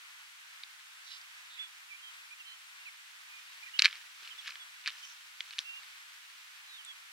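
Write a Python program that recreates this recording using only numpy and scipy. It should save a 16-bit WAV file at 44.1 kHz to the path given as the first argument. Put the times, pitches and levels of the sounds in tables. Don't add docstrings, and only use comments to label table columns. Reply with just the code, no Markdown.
import sys
import numpy as np
from scipy import signal
from scipy.fft import rfft, irfft, next_fast_len
from scipy.io import wavfile
from scipy.ndimage import uniform_filter1d

SR = 44100
rng = np.random.default_rng(int(sys.argv[2]) if len(sys.argv) > 2 else 0)


def how_loud(loudness_db):
    steps = np.asarray(loudness_db, float) / 20
    return 10 ** steps


def output_pcm(signal):
    pcm = np.clip(np.atleast_2d(signal).T, -1, 1) * 32767
    wavfile.write(sys.argv[1], SR, np.round(pcm).astype(np.int16))


N = 314124
FAST = next_fast_len(N)
HIT_SAMPLES = 2600
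LEFT_LAG, RIGHT_LAG = -10, 8


def at_hz(points, hz):
    table_hz, value = np.array(points)[:, 0], np.array(points)[:, 1]
    return np.interp(np.log(hz + 1e-9), np.log(table_hz), value)


def coloured(points, count):
    gain = how_loud(at_hz(points, np.fft.rfftfreq(FAST, 1 / SR)))
    noise = irfft(rfft(rng.standard_normal((count, FAST))) * gain, FAST)[:, :N]
    return noise / noise.std()


def drift(rate_hz):
    lowpass = signal.butter(2, rate_hz, fs=SR / 40, output="sos")
    slow = signal.sosfilt(lowpass, rng.standard_normal(N // 40 + 2002))[2000:]
    return np.interp(np.arange(N) / 40, np.arange(len(slow)), slow / slow.std())


def place(x, lag, pan_db):
    late = np.interp(np.arange(len(x)) - lag, np.arange(len(x)), x)
    return np.array([late * how_loud(pan_db / 2), x * how_loud(-pan_db / 2)])


def add(out, s, piece):
    i = round(s * SR)
    out[..., i:i + piece.shape[-1]] += piece[..., :N - i]


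def ringing(t, hz, t60):
    return np.sin(2 * np.pi * hz * t) * how_loud(-60 * t / t60)


# freq_hz, density_db_per_hz
HISS_COLOUR = [(35, -68), (60, -83), (140, -52), (450, -32.5), (950, -6), (1500, 2), (2400, 2.5),
               (3400, -0.5), (5000, -6), (8000, -9.5), (12700, -15.5), (16000, -20)]
# freq_hz, share_0_to_1
AIMED_SHARE = [(300, 0.7), (900, .5), (1800, 0.56), (3500, 0.23), (5500, 0.2), (10000, .15)]


def bush():
    left, right, *diffuse = coloured(HISS_COLOUR, count=4)
    aimed = place(left * how_loud(2.2 * drift(3.0)), LEFT_LAG, 1.6)
    aimed = aimed + 0.8 * place(right * how_loud(1.5 * drift(2.9)), RIGHT_LAG, -3.0)
    share = np.clip(at_hz(AIMED_SHARE, np.fft.rfftfreq(FAST, 1 / SR)), 0, 1)
    both = np.sqrt(share / 1.57) * rfft(aimed, FAST) + np.sqrt(1 - share) * rfft(np.array(diffuse), FAST)
    return how_loud(-57 + 4.5) * irfft(both, FAST)[:, :N]


# time_s, level_db
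RUSTLE_LEVEL = [(0.0, -56.7), (2.4, -57), (2.6, -58), (3.8, -54.5), (4.18, -55.5), (4.4, -53.5),
                (4.65, -56.5), (5.0, -54), (5.3, -56), (5.61, -55), (6.8, -56), (7.12, -58)]
# freq_hz, density_db_per_hz
GRASS_COLOUR = [(100, -60), (450, -30.5), (1000, -9.5), (1700, -3), (2800, 0), (4200, -3.5), (6000, -8),
                (9000, -21)]


def grass():
    s, db = np.transpose(RUSTLE_LEVEL)
    above = np.sqrt(np.maximum(how_loud(db) ** 2 - how_loud(db.min() + 1.5) ** 2, 0))
    movement = np.interp(np.arange(N) / SR, s, above)
    shared, *own = coloured(GRASS_COLOUR, count=3)
    grain = how_loud(2.2 * drift(90) + 1.6 * drift(12))
    return how_loud(-1.5) * movement * grain * (0.95 * shared + 1.2 * np.array(own))


# start_s, peak_db, pitch_hz, t60_s,
# left_lag_samples
BRIGHT_TICKS = [(6.8498, -34, 7900, .008, -6), (1.638, -48, 7500, .003, 0), (6.15, -50, 8000, .005, 0),
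                (1.214, -43, 4750, .022, 0), (.517, -45, 3300, .005, 0), (.39, -47, 3200, .008, 0),
                (5.5897, -27, 6000, .008, 1), (5.5896, -33, 9000, .004, 1), (3.8213, -24, 6600, .006, 1),
                (3.8214, -17, 5200, .01, 1), (.6358, -38, 4600, .01, 1), (3.9552, -40, 5800, .004, 1),
                (3.522, -46, 3000, .004, 0)]


def bright_ticks():
    out, t = np.zeros((2, N)), np.arange(HIT_SAMPLES) / SR
    for s, peak_db, hz, t60, lag in BRIGHT_TICKS:
        tick = (ringing(t, hz, t60) + 0.35 * ringing(t, 1.12 * hz, t60)) / 1.3
        add(out, s, how_loud(peak_db) * place(tick, lag, 0))
    return out


# start_s, peak_db,
# low_ring_hz, high_ring_hz, high_over_low_db
HORN_CONTACTS = [(3.7903, -15.5, 3190, 4170, 5), (3.7935, -5.5, 2610, 4180, 6.5), (3.8007, -20, 2240, 3870, 7),
                 (3.8212, -5.5, 2660, 4540, 1.5), (3.8252, -22, 3190, 3900, 3), (3.8366, -25.5, 2760, 4010, 0),
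                 (3.8412, -19, 2100, 4130, -4), (3.8457, -8.5, 2000, 3970, 5), (3.851, -8.5, 3120, 4300, 2.5),
                 (3.8564, -4.5, 2380, 3870, -1.5), (3.8663, -16.5, 2300, 3920, -7),
                 (3.8795, -27, 2300, 3900, -14), (3.9282, -28, 2300, 3300, 1), (3.9552, -33, 2200, 4400, 1),
                 (0.6357, -29, 2300, 3730, 9), (0.7958, -39.5, 1860, 4480, -11),
               (4.2755, -33, 2870, 4270, -4), (4.4764, -29, 1980, 3900, 0), (4.4789, -27.5, 2300, 2900, -1),
               (4.5064, -30, 2500, 4310, 1), (4.5559, -31, 2150, 3210, 2), (4.8603, -21.5, 2550, 4300, -8),
               (4.8678, -23.5, 2470, 3630, 2), (4.8754, -15, 1800, 4540, 6), (4.8794, -23, 1620, 3980, 0),
               (4.8862, -28, 2530, 3640, 7), (4.896, -29, 3000, 3680, 7), (5.4063, -19, 2450, 3300, 4),
               (5.5083, -32.5, 2560, 4130, 5), (5.5844, -24, 2600, 4100, 3), (5.5895, -15.5, 3360, 3530, 5),
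               (5.6031, -35, 4000, 5510, 4), (5.8326, -39, 2220, 3800, 4.5), (6.3, -40, 1900, 4300, 4)]
# start_s, peak_db, centre_hz
FURTHER_CONTACTS = [(0.8016, -42, 3500), (3.8754, -33, 3500), (3.8876, -32, 2800), (3.9005, -40, 2500),
                    (3.9102, -32, 3400), (3.9231, -42, 2300), (3.9323, -38, 3200), (3.95, -38, 2400),
                    (4.2495, -39, 3200), (4.2538, -41, 3100), (4.422, -41, 2900), (4.4495, -38, 3200),
                    (4.4606, -40, 3200), (4.4626, -39.5, 2600), (4.4697, -35, 3160), (4.473, -34, 3000),
                    (4.467, -39, 3200), (4.4819, -41, 3300), (4.4924, -33, 3200), (4.5217, -35, 2700),
                    (4.8406, -38, 3200), (4.8482, -39, 2300), (4.8717, -32, 2800), (4.9044, -32, 3600),
                    (5.411, -39, 2600), (5.529, -37, 3150), (5.5352, -34, 3200), (5.5981, -36, 4300),
                    (5.5917, -27, 4000), (5.6077, -37, 4800)]
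TAP_SPLIT = 1.08
CRACK_DB, CRACK_DB_PER_OCTAVE, CRACK_DB_PER_DB = -33.0, 22.0, -0.25


def contacts():
    taps = [(s, db, hz / TAP_SPLIT, hz * TAP_SPLIT, 0) for s, db, hz in FURTHER_CONTACTS]
    rows = []
    for s, peak_db, low_hz, high_hz, tilt_db in HORN_CONTACTS + taps:
        crack_db = CRACK_DB + CRACK_DB_PER_OCTAVE * np.log2(high_hz / 4000) + CRACK_DB_PER_DB * peak_db
        rows.append((s, peak_db, low_hz, high_hz, tilt_db, crack_db))
    return rows


# pitch_hz, level_db, t60_s
HORN_BODY = [(1250, -22, .03), (1750, -20, .024), (2350, -21, .016), (2950, -21, .014), (4000, -24, .012),
             (5200, -23, .008)]


def horns():
    out, t = np.zeros((2, N)), np.arange(HIT_SAMPLES) / SR
    rows = contacts()
    chance = rng.normal(size=(len(rows), len(HORN_BODY) + 1))
    white = rng.standard_normal((len(rows), 3, len(t)))
    scatter_band = signal.butter(2, [1500, 5200], "band", fs=SR, output="sos")
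    crack_band = signal.butter(2, [5500, 11000], "band", fs=SR, output="sos")
    scatter_shape = (how_loud(-60 * t / 0.023) + how_loud(-21 - 60 * t / 0.097)) * np.minimum(t / 0.0019, 1)
    for (s, peak_db, low_hz, high_hz, tilt_db, crack_db), luck, noise in zip(rows, chance, white):
        hit = how_loud(-tilt_db / 2) * np.sin(2 * np.pi * low_hz * t)
        hit += how_loud(tilt_db / 2) * ringing(t, high_hz, 0.04)
        hit *= how_loud(-60 * t / 0.0035) + 0.3 * how_loud(-60 * t / 0.014)
        hit += 0.28 * ringing(t, np.sqrt(low_hz * high_hz), 0.0046)
        hit = hit / np.abs(hit).max()
        body = 0
        for (hz, db, t60), k in zip(HORN_BODY, luck):
            mode_db = db + 2.4 * k - 15.0 * max(np.log2(low_hz / hz), 0)
            body = body + how_loud(mode_db) * ringing(t, hz * (1 + 0.041 * k), t60)
        hit += body
        hit *= np.minimum(t / 0.00036, 1)
        hit = hit / np.abs(hit).max()
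        hit += how_loud(crack_db + 4.5) * signal.sosfilt(crack_band, noise[0] * how_loud(-60 * t / 0.0036))
        scatter = signal.sosfilt(scatter_band, noise[1:] * scatter_shape)
        heard = place(hit, 0.9, -0.3 + 0.8 * luck[-1])
        add(out, s, how_loud(peak_db) * (heard + how_loud(-14.5) * scatter))
    return out


# start_s, length_s, first_hz, width_hz, level_db
BIRD_CHURRS = [
    (1.06, 0.12, 3960, 700, -53.5),
    (1.1, 0.085, 4980, 400, -57),
    (1.097, 0.088, 2990, 400, -57),
    (1.04, .15, 4700, 2600, -56.5),
    (1.5, 0.088, 3720, 500, -55.5),
    (1.56, 0.096, 2290, 1200, -52.5),
    (5.02, .12, 5900, 900, -60),
]
# start_s, length_s, first_hz, last_hz, level_db
BIRD_WHISTLES = [(1.905, 0.04, 2400, 2300, -48), (1.938, .028, 2300, 2450, -50),
                 (2.02, .09, 3190, 3150, -52), (2.304, 0.047, 2390, 2500, -51),
                 (2.394, 0.033, 2950, 2580, -51), (2.445, .11, 3095, 3085, -51.5),
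                 (2.46, 0.086, 4120, 4160, -58), (2.795, .03, 2785, 2785, -57),
                 (2.85, 0.047, 2800, 2090, -47), (3.28, 0.13, 2490, 2420, -55),
                 (3.625, .027, 2400, 2370, -49), (3.66, .022, 2380, 2380, -49),
                 (1.885, .03, 2660, 2570, -55), (3.672, 0.032, 1980, 1900, -52),
                 (4.301, .04, 3200, 2960, -49), (4.384, 0.024, 3520, 3280, -47),
                 (4.595, .045, 3500, 3340, -49.5), (5.024, 0.035, 3080, 3050, -50.5),
                 (1.98, .03, 2800, 3000, -55)]
# time_s, pitch_hz, level_db
BIRD_PHRASES = [
    [(1.584, 3310, -64), (1.596, 3385, -48), (1.626, 3490, -50), (1.646, 3390, -56), (1.675, 3450, -68)],
    [(3.735, 2960, -66), (3.741, 2900, -54), (3.757, 2890, -53), (3.764, 2990, -52), (3.77, 3330, -55),
     (3.781, 2700, -55), (3.79, 2450, -60)],
    [(5.642, 2730, -68), (5.654, 2730, -60), (5.7, 2755, -53.5), (5.72, 2740, -57), (5.775, 2835, -55.5),
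     (5.791, 2760, -59), (5.8, 2760, -70)],
    [(6.67, 4150, -70), (6.71, 3880, -66), (6.748, 3700, -59), (6.768, 3670, -61), (6.78, 3400, -67),
     (6.794, 3150, -57), (6.815, 2950, -65), (6.836, 2800, -71)],
    [(6.846, 3680, -70), (6.86, 3600, -64), (6.884, 3400, -58), (6.916, 3370, -57), (6.93, 3200, -69)],
]


def birds():
    out, waver, wobble_hz = np.zeros(N), how_loud(1.2 * drift(45)), 18 * drift(60)
    for s, length, first_hz, last_hz, db in BIRD_WHISTLES:
        u = np.linspace(0, 1, round(length * SR))
        pitch = first_hz + (last_hz - first_hz) * u + wobble_hz[round(s * SR):][:len(u)]
        add(out, s, how_loud(db + 2.5) * np.sin(np.pi * u) ** 0.38 * np.sin(2 * np.pi * np.cumsum(pitch) / SR))
    for rows in BIRD_PHRASES:
        s, hz, db = np.transpose(rows)
        t = np.arange(s[0], s[-1], 1 / SR)
        pitch = uniform_filter1d(np.interp(t, s, hz), size=200)
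        pitch = pitch + wobble_hz[round(s[0] * SR):][:len(t)]
        add(out, s[0], how_loud(np.interp(t, s, db) + 11.0) * np.sin(2 * np.pi * np.cumsum(pitch) / SR))
    hoarse, white = np.zeros(N), rng.standard_normal((2, N))
    for s, length, first_hz, width_hz, db in BIRD_CHURRS:
        u = np.linspace(0, 1, round(length * SR))
        lowpass = signal.butter(2, width_hz / 2, fs=SR, output="sos")
        a, b = signal.sosfilt(lowpass, white[:, round(s * SR):][:, :len(u)])
        phase = 2 * np.pi * np.cumsum(first_hz - 1500.0 * length * u) / SR
        churr = a * np.cos(phase) + b * np.sin(phase)
        add(hoarse, s, how_loud(db) * np.sin(np.pi * u) ** 0.39 * churr / churr.std())
    return place(out * waver, 7.36, -6) + place(hoarse, LEFT_LAG, -8)


# peak_s, peak_db, build_30db_s, fade_30db_s
GRATE_BOUTS = [
    (3.812, -47, .012, .15),
    (3.862, -34, .075, .045),
    (3.96, -50, .25, .12),
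    (4.26, -52.5, .19, .3),
    (4.478, -45, .07, .06),
    (4.5, -56, .1, .2),
    (4.882, -41, .045, .085),
    (4.94, -61, .06, .3),
    (5.53, -57, .07, .2),
    (5.603, -50, .03, .04),
]


def grating():
    now = np.arange(N) / SR
    pressure = np.zeros(N)
    for s, db, build_s, fade_s in GRATE_BOUTS:
        pressure += how_loud(db - 30 * np.maximum((s - now) / build_s, (now - s) / fade_s))
    slips = (rng.random(N) < 1500 / SR) * rng.choice([-1, 1], N)
    slips = slips * how_loud(3.8 * np.minimum(rng.exponential(1, N), 4))
    t = np.arange(400) / SR
    dealt = rng.integers(0, len(HORN_BODY), N)
    rung = np.zeros(N)
    for k, (hz, level_db, t60) in enumerate(HORN_BODY):
        mode = signal.oaconvolve(slips * (dealt == k), ringing(t, hz, 0.37 * t60))[:N]
        rung += how_loud(level_db + 2.5 * np.log2(hz / 2500)) * mode
    return place(pressure * rung / rung.std(), 0.8, -0.5)


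# start_s, peak_db, pitch_hz
HOOF_THUDS = [(3.793, -66, 363), (3.856, -82, 511), (4.149, -83, 476), (4.214, -75, 544), (4.227, -67, 401),
              (4.286, -72, 530), (4.339, -74, 417), (4.352, -72, 417), (4.389, -78, 213), (4.409, -84, 361),
              (4.494, -68, 527), (4.875, -73, 340), (5.589, -79, 331)]


def hooves():
    out, t = np.zeros(N), np.arange(HIT_SAMPLES) / SR
    for s, peak_db, hz in HOOF_THUDS:
        add(out, s, how_loud(peak_db + 5.5) * ringing(t, hz, 0.022) * np.minimum(t / 0.0016, 1))
    return out


# start_s, pips_per_s, first_hz, last_hz, peak_db
FAR_TRILL = (4.981, 44, 5300, 6250, -49)


def trill():
    out, t = np.zeros(N), np.arange(800) / SR
    s, per_s, first_hz, last_hz, peak_db = FAR_TRILL
    white = rng.standard_normal((7, len(t)))
    for k, u in enumerate(np.linspace(0, 1, 7)):
        hz = first_hz + (last_hz - first_hz) * u
        band = signal.butter(2, [hz - 400, hz + 400], "band", fs=SR, output="sos")
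        pip = signal.sosfilt(band, white[k])
        shape = how_loud(peak_db - 12 * (u - 0.55) ** 2 - 60 * t / 0.04) * np.minimum(t / 0.002, 1)
        add(out, s + k / per_s, shape * pip / pip.std())
    return place(out, 1, 0)


def scene():
    sharp = horns() + grating() + bright_ticks() + birds() + trill()
    bass_loss = signal.butter(4, 1300, "high", fs=SR, output="sos")
    thin = signal.sosfilt(bass_loss, sharp)
    top_limit = signal.ellip(10, 0.5, 60, 15800, fs=SR, output="sos")
    steady = signal.sosfilt(top_limit, bush() + grass())
    return thin + how_loud(-34) * sharp + hooves() + steady


def roll_off(x):
    return signal.sosfilt(signal.butter(12, 16670, fs=SR, output="sos"), x)


def record(dry):
    return roll_off(dry)


dry = scene()
out = record(dry)
output_pcm(out)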